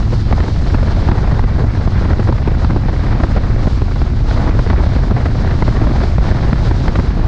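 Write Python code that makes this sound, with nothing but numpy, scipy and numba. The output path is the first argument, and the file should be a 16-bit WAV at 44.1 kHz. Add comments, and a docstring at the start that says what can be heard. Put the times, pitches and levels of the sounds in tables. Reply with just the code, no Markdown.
"""Wind on an open car

A small camera rides on an open car along a country road, its microphone in the full airstream.
Big eddies thump the diaphragm as low noise; small ones tear past the port as short ripping noise bursts,
the strongest with a snap and a pull of suction. The port hisses and tiny ticks make the rush gritty.
Tyre roar shares the rushing noise underneath, and a quick gain control holds the loud moments down."""
import sys
import numpy as np
from scipy import signal
from scipy.fft import rfft, irfft, next_fast_len
from scipy.io import wavfile
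from scipy.ndimage import uniform_filter1d
from numba import njit

SR = 44100
rng = np.random.default_rng(int(sys.argv[2]) if len(sys.argv) > 2 else 0)


def undo_db(level):
    """Turn decibels back into plain size, where 20 dB means ten times bigger."""
    steps = np.asarray(level, float) / 20
    return 10 ** steps


def output_pcm(signal):
    """Save a mono or channel-first signal as 16-bit PCM at the path in sys.argv[1].

    Samples are clipped to [-1, 1] before scaling.
    """
    pcm = np.clip(np.atleast_2d(signal).T, -1, 1) * 32767
    wavfile.write(sys.argv[1], SR, np.round(pcm).astype(np.int16))


N = 320607
TIME = np.arange(N) / SR


def level(x, db):
    """Scale to an rms level in dB."""
    return x * undo_db(db) / np.sqrt(np.mean(x ** 2))


def noise(colour):
    """Noise of rms 1 whose spectrum runs through (Hz, dB) points."""
    hz, db = np.transpose(colour)
    size = next_fast_len(N)
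    log_hz = np.log(np.arange(size // 2 + 1) * SR / size + 1)
    gain = undo_db(np.interp(log_hz, np.log(hz), db))
    return level(irfft(rfft(rng.standard_normal(size)) * gain, size)[:N], 0)


def walk(rate_hz):
    """Random levels held for 1 / rate_hz seconds, then smoothed twice; rms 1."""
    hold = int(SR / rate_hz)
    steps = np.repeat(rng.standard_normal(N // hold + 1), hold)
    return level(uniform_filter1d(uniform_filter1d(steps, hold), hold)[:N], 0)


def octaves(x, wander_db, low_hz, count):
    """Split into crossfading octave bands; each takes the dB curve that wander_db(octave) gives it."""
    size = next_fast_len(N)
    hz = np.arange(size // 2 + 1) * SR / size + 1
    place = np.clip(np.log2(hz / low_hz), 0, count - 1)
    spectrum = rfft(x, size)
    out = np.zeros(N)
    for k in range(count):
        band = irfft(spectrum * np.clip(1 - abs(place - k), 0, 1), size)[:N]
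        out += undo_db(wander_db(k)) * band
    return out


def steady(x, share, span_s):
    """Even out the chance swells of a noise by a share of 0-1."""
    span = int(span_s * SR)
    power = uniform_filter1d(uniform_filter1d(x ** 2, span), span)
    return x * (x.std() / np.sqrt(power + 1e-9)) ** share


def puffs(rows, rise_s):
    """Envelope of (start s, dB, length s) puffs: a quick rise, a short hold, a soft end."""
    out = np.zeros(N)
    for s, db, length in rows:
        t = np.arange(int(3 * length * SR) + 2) / SR
        start = max(int((s - rise_s) * SR), 0)
        shape = undo_db(db) * (1 - np.exp(-t / rise_s)) * np.exp(-(t / length) ** 2)
        out[start:start + len(t)] += shape[:N - start]
    return out


def snaps(s, db, hz):
    """The front of an eddy kicks the diaphragm: one short damped swing, in or out."""
    kicks = np.zeros(N)
    kicks[(s * SR).astype(int)] = undo_db(db) * rng.choice([-1, 1], len(s))
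    t = np.arange(400) / SR
    ring_s = 0.4 / hz  # the swing fades within about a cycle
    swing = np.sin(2 * np.pi * hz * t) * t / ring_s * np.exp(1 - t / ring_s)
    return signal.fftconvolve(kicks, swing)[:N]


# Colour of turbulence and tyre roar. Each row: frequency in Hz, relative density in dB per Hz.
RUSH_COLOUR = [(88, -35.5), (150, -9.5), (216, -9), (574, -18), (1100, -20), (1620, -22), (2300, -28),
               (3000, -38.5), (3900, -55.5), (6600, -120)]


def rush(db, surge_db):
    """Turbulence and tyre roar: octaves share the surges of the stream and flicker alone."""
    surge_share = (0.95, 1.0, 1.0, 0.56, 0.056)
    swell_share = (1.2, 1.2, 1.1, 0.93, 0.15)  # the lower octaves swell most
    flicker_db = 1.8  # each octave's own quick wavering

    def wander_db(k):
        swell_db = swell_share[k] * (db - db.mean())
        return swell_db + surge_share[k] * surge_db + flicker_db * walk(45)

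    return undo_db(db.mean() + 0.3) * octaves(noise(RUSH_COLOUR), wander_db, 210, count=5)


# Colour of the air at the port. Each row: frequency in Hz, relative density in dB per Hz.
HISS_COLOUR = [(1650, -26.5), (2800, -3), (4060, 1.5), (5020, -1.5), (6760, -12), (9050, -25),
               (9960, -30.5), (12900, -54), (21900, -120)]


def hiss(db, surge_db):
    """Air whistling broadly over the port, lifted a little by every surge."""
    air = octaves(noise(HISS_COLOUR), lambda k: 0.32 * surge_db + 1.13 * walk(30), 3600, count=2)
    return undo_db(db) * level(air, 0)


# Pitches of the tiny ticks. Each entry: frequency of the damped swing in Hz.
TICK_HZ = (650, 1000, 1500, 2000)


def crackle(rush_db):
    """Thousands of the tiniest eddies tick past the port: the smaller, the higher and weaker the tick."""
    scatter_db, most_db = 3.5, 9  # level over the rush: mean before the cap, and the cap
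    chance = rng.random((2500, 2)).T
    s = chance[0] * (N - 1) / SR
    over_db = np.minimum(-scatter_db * np.log(1 - chance[1]), most_db)
    db = np.interp(s, TIME, rush_db) + over_db
    out, kinds = np.zeros(N), len(TICK_HZ)
    for k, hz in enumerate(TICK_HZ):
        out += TICK_HZ[1] / hz * snaps(s[k::kinds], db[k::kinds], hz)
    return out


# Colour of the large eddies. Each row: frequency in Hz, relative density in dB per Hz.
BUFFET_COLOUR = [(8.8, -38), (15, -0.5), (38, 3.5), (80, 0.5), (117, -1), (166, -12), (300, -20.5),
                 (390, -25), (660, -120)]


def buffet(db, flutter_db):
    """Large eddies push the diaphragm to and fro; its travel stiffens at the ends."""
    push = octaves(noise(BUFFET_COLOUR), lambda k: k * flutter_db, 80, count=2)
    # the largest vortices are shed one after another at a nearly even size
    deep = signal.sosfiltfilt(signal.butter(2, 42, fs=SR, output="sos"), push)
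    push = steady(push - deep, 0.3, 0.12) + steady(deep, 0.39, 0.034)
    stiffness = 0.155
    return undo_db(db) * level(np.tanh(push * stiffness), 0)


def suction(s, db, lag_s):
    """Behind each strong eddy the pressure drops sharply, then swings back slowly."""
    pull_db, most_db = 13, -2  # pull over the eddy's tearing, and its ceiling
    width_s, rebound_share = 0.0017, 0.62
    deepest_s = s + lag_s * rng.uniform(0.7, 1.3, len(s))
    kicks = np.zeros(N)
    kicks[((deepest_s - 3 * width_s) * SR).astype(int)] = undo_db(np.minimum(db + pull_db, most_db))
    t = np.arange(2000) / SR / width_s - 3  # in widths from the deepest pull
    pull = np.exp(-t ** 2 / 2)
    back = np.maximum(t - 1, 0) / 2.5
    rebound = rebound_share * back * np.exp(1 - back ** 1.5)
    return signal.fftconvolve(kicks, rebound - pull)[:N]


def faint_eddies(rush_db):
    """Envelope of a dense stream of fainter eddies that follows the rush."""
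    count = 700
    chance = rng.random((count, 3)).T
    when = (np.arange(count) + 2 * chance[0]) / (count + 2) * N / SR
    size_db = np.interp(when, TIME, rush_db) + 3.0 + 7 * chance[1] ** 2
    length_s = 0.003 + 0.006 * chance[2]
    return puffs(zip(when, size_db, length_s), 0.0014)


# Colour of the ripping air. Each row: frequency in Hz, relative density in dB per Hz.
RIP_COLOUR = [(50, -6.5), (130, 20.5), (400, 3.5), (1000, -14), (2000, -24.5), (2900, -39), (4500, -38.5),
              (9000, -70)]
# The strongest small eddies. Each row: start in seconds, level in dB of the tearing (above about 700 Hz),
# level in dB of the thud below it relative to the tearing, length of the thud in seconds.
STRONG_EDDIES = [(0.129, -21, 7, 0.013), (0.31, -19.5, 4.5, 0.0073), (0.326, -11.5, 1, 0.011),
                 (0.403, -12.5, -7.5, 0.0063), (0.429, -25.5, -9, 0.039), (0.481, -21.5, 4, 0.013),
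                 (0.66, -26.5, -12, 0.02), (0.698, -24, -7, 0.01), (0.745, -11, -9, 0.012),
                 (0.779, -24.5, -14, 0.018), (0.828, -18.5, 0, 0.012), (0.883, -20.5, 0, 0.005),
                 (1.087, -14.5, 4, 0.016), (1.114, -12.5, 0.5, 0.014), (1.179, -20.5, 0, 0.011),
                 (1.23, -26, -11, 0.036), (1.311, -21, 1.5, 0.036), (1.394, -15.5, -5.5, 0.0069),
                 (1.439, -15.5, -7, 0.0071), (1.582, -23, 2, 0.051), (1.639, -22.5, 5, 0.016),
                 (1.875, -12, -1, 0.0072), (1.979, -19.5, -11, 0.0084), (2.049, -21, 2, 0.015),
                 (2.103, -18, 0, 0.017), (2.132, -12.5, 2, 0.006), (2.195, -16, 2.5, 0.013),
                 (2.273, -19.5, -2.5, 0.01), (2.289, -15, 7.5, 0.017), (2.325, -10, 8, 0.0052),
                 (2.378, -23.5, -7, 0.018), (2.476, -12.5, -2, 0.011), (2.646, -14, 8.5, 0.0068),
                 (2.695, -22, 5, 0.038), (2.762, -14, 0.5, 0.014), (2.857, -18, 0, 0.0066),
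                 (2.884, -18.5, -3, 0.019), (2.928, -23.5, 0, 0.017), (3.066, -25.5, -12, 0.032),
                 (3.201, -18.5, 5, 0.016), (3.236, -11.5, -1.5, 0.015), (3.363, -15, -3, 0.022),
                 (3.671, -13.5, 4, 0.011), (3.819, -16, -13, 0.0072), (3.883, -24, -11, 0.0045),
                 (3.911, -27.5, -14, 0.022), (3.958, -22, -35, 0.015), (4.017, -14.5, -12, 0.0061),
                 (4.311, -13.5, -4, 0.007), (4.484, -27, 0, 0.018), (4.591, -11.5, -5, 0.01),
                 (4.663, -20, -3, 0.01), (4.673, -22.5, -8, 0.0058), (4.7, -11.5, -5.5, 0.014),
                 (4.732, -9.5, -3.5, 0.0022), (4.798, -23.5, -3, 0.01), (4.812, -25.5, 1, 0.02),
                 (4.837, -22, -4, 0.0085), (4.863, -17.5, -1, 0.008), (4.918, -22, -3, 0.015),
                 (4.963, -13.5, 0.5, 0.0072), (5.11, -18.5, 6, 0.02), (5.164, -20.5, -9.5, 0.039),
                 (5.257, -19, -9, 0.015), (5.442, -25, -3, 0.016), (5.623, -10, -0.5, 0.0085),
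                 (5.679, -13, -1.5, 0.013), (5.762, -19.5, -14, 0.016), (5.816, -23, 16, 0.011),
                 (5.869, -23, 4.5, 0.028), (5.902, -25.5, 13.5, 0.018), (6.011, -21, -7.5, 0.016),
                 (6.034, -16, 5, 0.016), (6.182, -13, 2, 0.008), (6.313, -13.5, -7, 0.013),
                 (6.434, -17, -20, 0.0092), (6.53, -8.5, 4.5, 0.0051), (6.71, -16, 5.5, 0.014),
                 (6.879, -15.5, -1.5, 0.021), (6.955, -13.5, -6, 0.0097), (6.989, -14, 4.5, 0.018)]
SUCTION_LAG_S = 0.006


def eddies(rush_db):
    """Each small eddy tears over a duller thud; the strong ones add a snap, and suction behind."""
    tear_share, tear_rise_s = 0.85, 0.0012  # tearing length as a share of the thud's
    crisp_per_thud, crisp_most_db = 0.3, 4  # dB of treble gained per dB of thud below the tearing
    s, db, thud_db, length = np.transpose(STRONG_EDDIES)
    faint = faint_eddies(rush_db)

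    torn = noise(RIP_COLOUR)
    dull = signal.sosfiltfilt(signal.butter(1, 700, fs=SR, output="sos"), torn)
    sharp = level(steady(torn - dull, 1.0, 0.0019), 0)
    treble = signal.sosfiltfilt(signal.butter(2, [1500, 2900], "band", fs=SR, output="sos"), sharp)
    thud = level(steady(dull, 0.56, 0.028), 0)

    crisp_db = np.clip(-crisp_per_thud * thud_db, -crisp_most_db, crisp_most_db)
    tear_s = tear_share * length
    thud_shape = puffs(zip(s, db + thud_db, length), 0.002) + undo_db(1.0) * faint
    tear_shape = puffs(zip(s, db, tear_s), tear_rise_s) + undo_db(-4.0) * faint
    treble_shape = puffs(zip(s, db + crisp_db, tear_s), tear_rise_s) + undo_db(-1.0) * faint
    burst = thud * thud_shape + (sharp - treble) * tear_shape + treble * treble_shape
    return burst + undo_db(1) * snaps(s, db, hz=900) + suction(s, db, SUCTION_LAG_S)


def lull_db():
    """The rush slackens for a moment in the calm wake of each strong eddy."""
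    depth_db, lag_s, length_s = -3, 0.013, 0.02
    wakes = puffs([(s + lag_s, 0, length_s) for s, *_ in STRONG_EDDIES], 0.003)
    return depth_db * np.minimum(wakes, 1)


def buffet_dip_db():
    """The buffeting is turned down briefly at each strong eddy, so that its suction stands out."""
    dips = puffs([(s, 0, 2 * SUCTION_LAG_S) for s, *_ in STRONG_EDDIES], 0.002)
    return -5 * np.minimum(dips, 1)


# The airstream swells and slackens. Each row: time in seconds, turbulent rush in dB before its octaves
# are weighted, port hiss in dB.
AIRSTREAM = [(0.0, -31.5, -41), (0.251, -35, -40.5), (0.37, -27.5, -39.5), (0.55, -34, -42),
             (0.68, -30, -39), (0.99, -27.5, -38.5), (1.48, -30, -42.5), (1.94, -30.5, -43),
             (2.0, -26, -38.5), (2.06, -28, -42), (2.297, -29.5, -40.5), (2.45, -31, -44.5),
             (2.69, -31.5, -43), (2.969, -33, -42.5), (3.12, -27, -41), (3.28, -29.5, -39.5),
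             (3.48, -28, -42.5), (3.698, -31.5, -38.5), (3.91, -34, -43), (4.231, -33, -42.5),
             (4.29, -31.5, -40.5), (4.347, -26.5, -38), (4.471, -23.5, -40.5), (4.559, -25.5, -39.5),
             (4.64, -32.5, -41.5), (4.76, -23.5, -39.5), (4.858, -25.5, -39), (4.95, -28, -39),
             (5.2, -28.5, -41.5), (5.34, -31.5, -41.5), (5.45, -25.5, -39.5), (5.56, -29, -40),
             (5.63, -29.5, -39.5), (5.69, -26, -35), (5.81, -25.5, -39.5), (6.1, -27, -37.5),
             (6.19, -32.5, -41.5), (6.229, -23.5, -35.5), (6.44, -26, -38), (6.84, -29, -37.5),
             (7.23, -30.5, -43), (7.27, -27, -40.5)]


def scene():
    """All wind layers at the one microphone; the buffeting leans on the rush and wanders by itself."""
    s, *columns = np.transpose(AIRSTREAM)
    rush_db, hiss_db = (np.interp(TIME, s, c) for c in columns)
    buffet_db = -10.5 + 0.32 * (rush_db - rush_db.mean()) + 0.36 * walk(60) + buffet_dip_db()
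    surge_db = 0.9 * walk(24) + 3.2 * walk(55)  # slow and quick surges
    flutter_db = -0.5 * walk(7.1)
    rush_db = rush_db + lull_db()
    thumps = buffet(buffet_db, flutter_db)
    roar = rush(rush_db, surge_db)
    rips = eddies(rush_db)
    ticks = crackle(rush_db)
    whistle = hiss(hiss_db, surge_db)
    return (thumps + roar + rips + ticks + whistle)[None]


@njit
def follow(x, attack, release, start):
    """Envelope that rises fast and falls slowly."""
    out, e = np.empty(len(x)), start
    for i in range(len(x)):
        e += (abs(x[i]) - e) * (attack if abs(x[i]) > e else release)
        out[i] = e
    return out


def low_pass(x):
    """Removes everything above the highest recorded frequency."""
    return signal.sosfilt(signal.butter(12, 10110, fs=SR, output="sos"), x)


def record(dry, top=0.35, ratio=1.87, attack_s=0.0061, release_s=0.084):
    """Quick gain control ducks the loud and lifts the quiet a little; the converter rounds the peaks."""
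    envelope = follow(dry[0], 1 / (attack_s * SR), 1 / (release_s * SR), top)
    gain = np.minimum(top / envelope, 1.5) ** (1 - 1 / ratio)
    held = dry * gain * undo_db(-0.09)
    rounded = held / (1 + abs(held) ** 4) ** 0.25
    return low_pass(rounded)


dry = scene()
out = record(dry)
output_pcm(out)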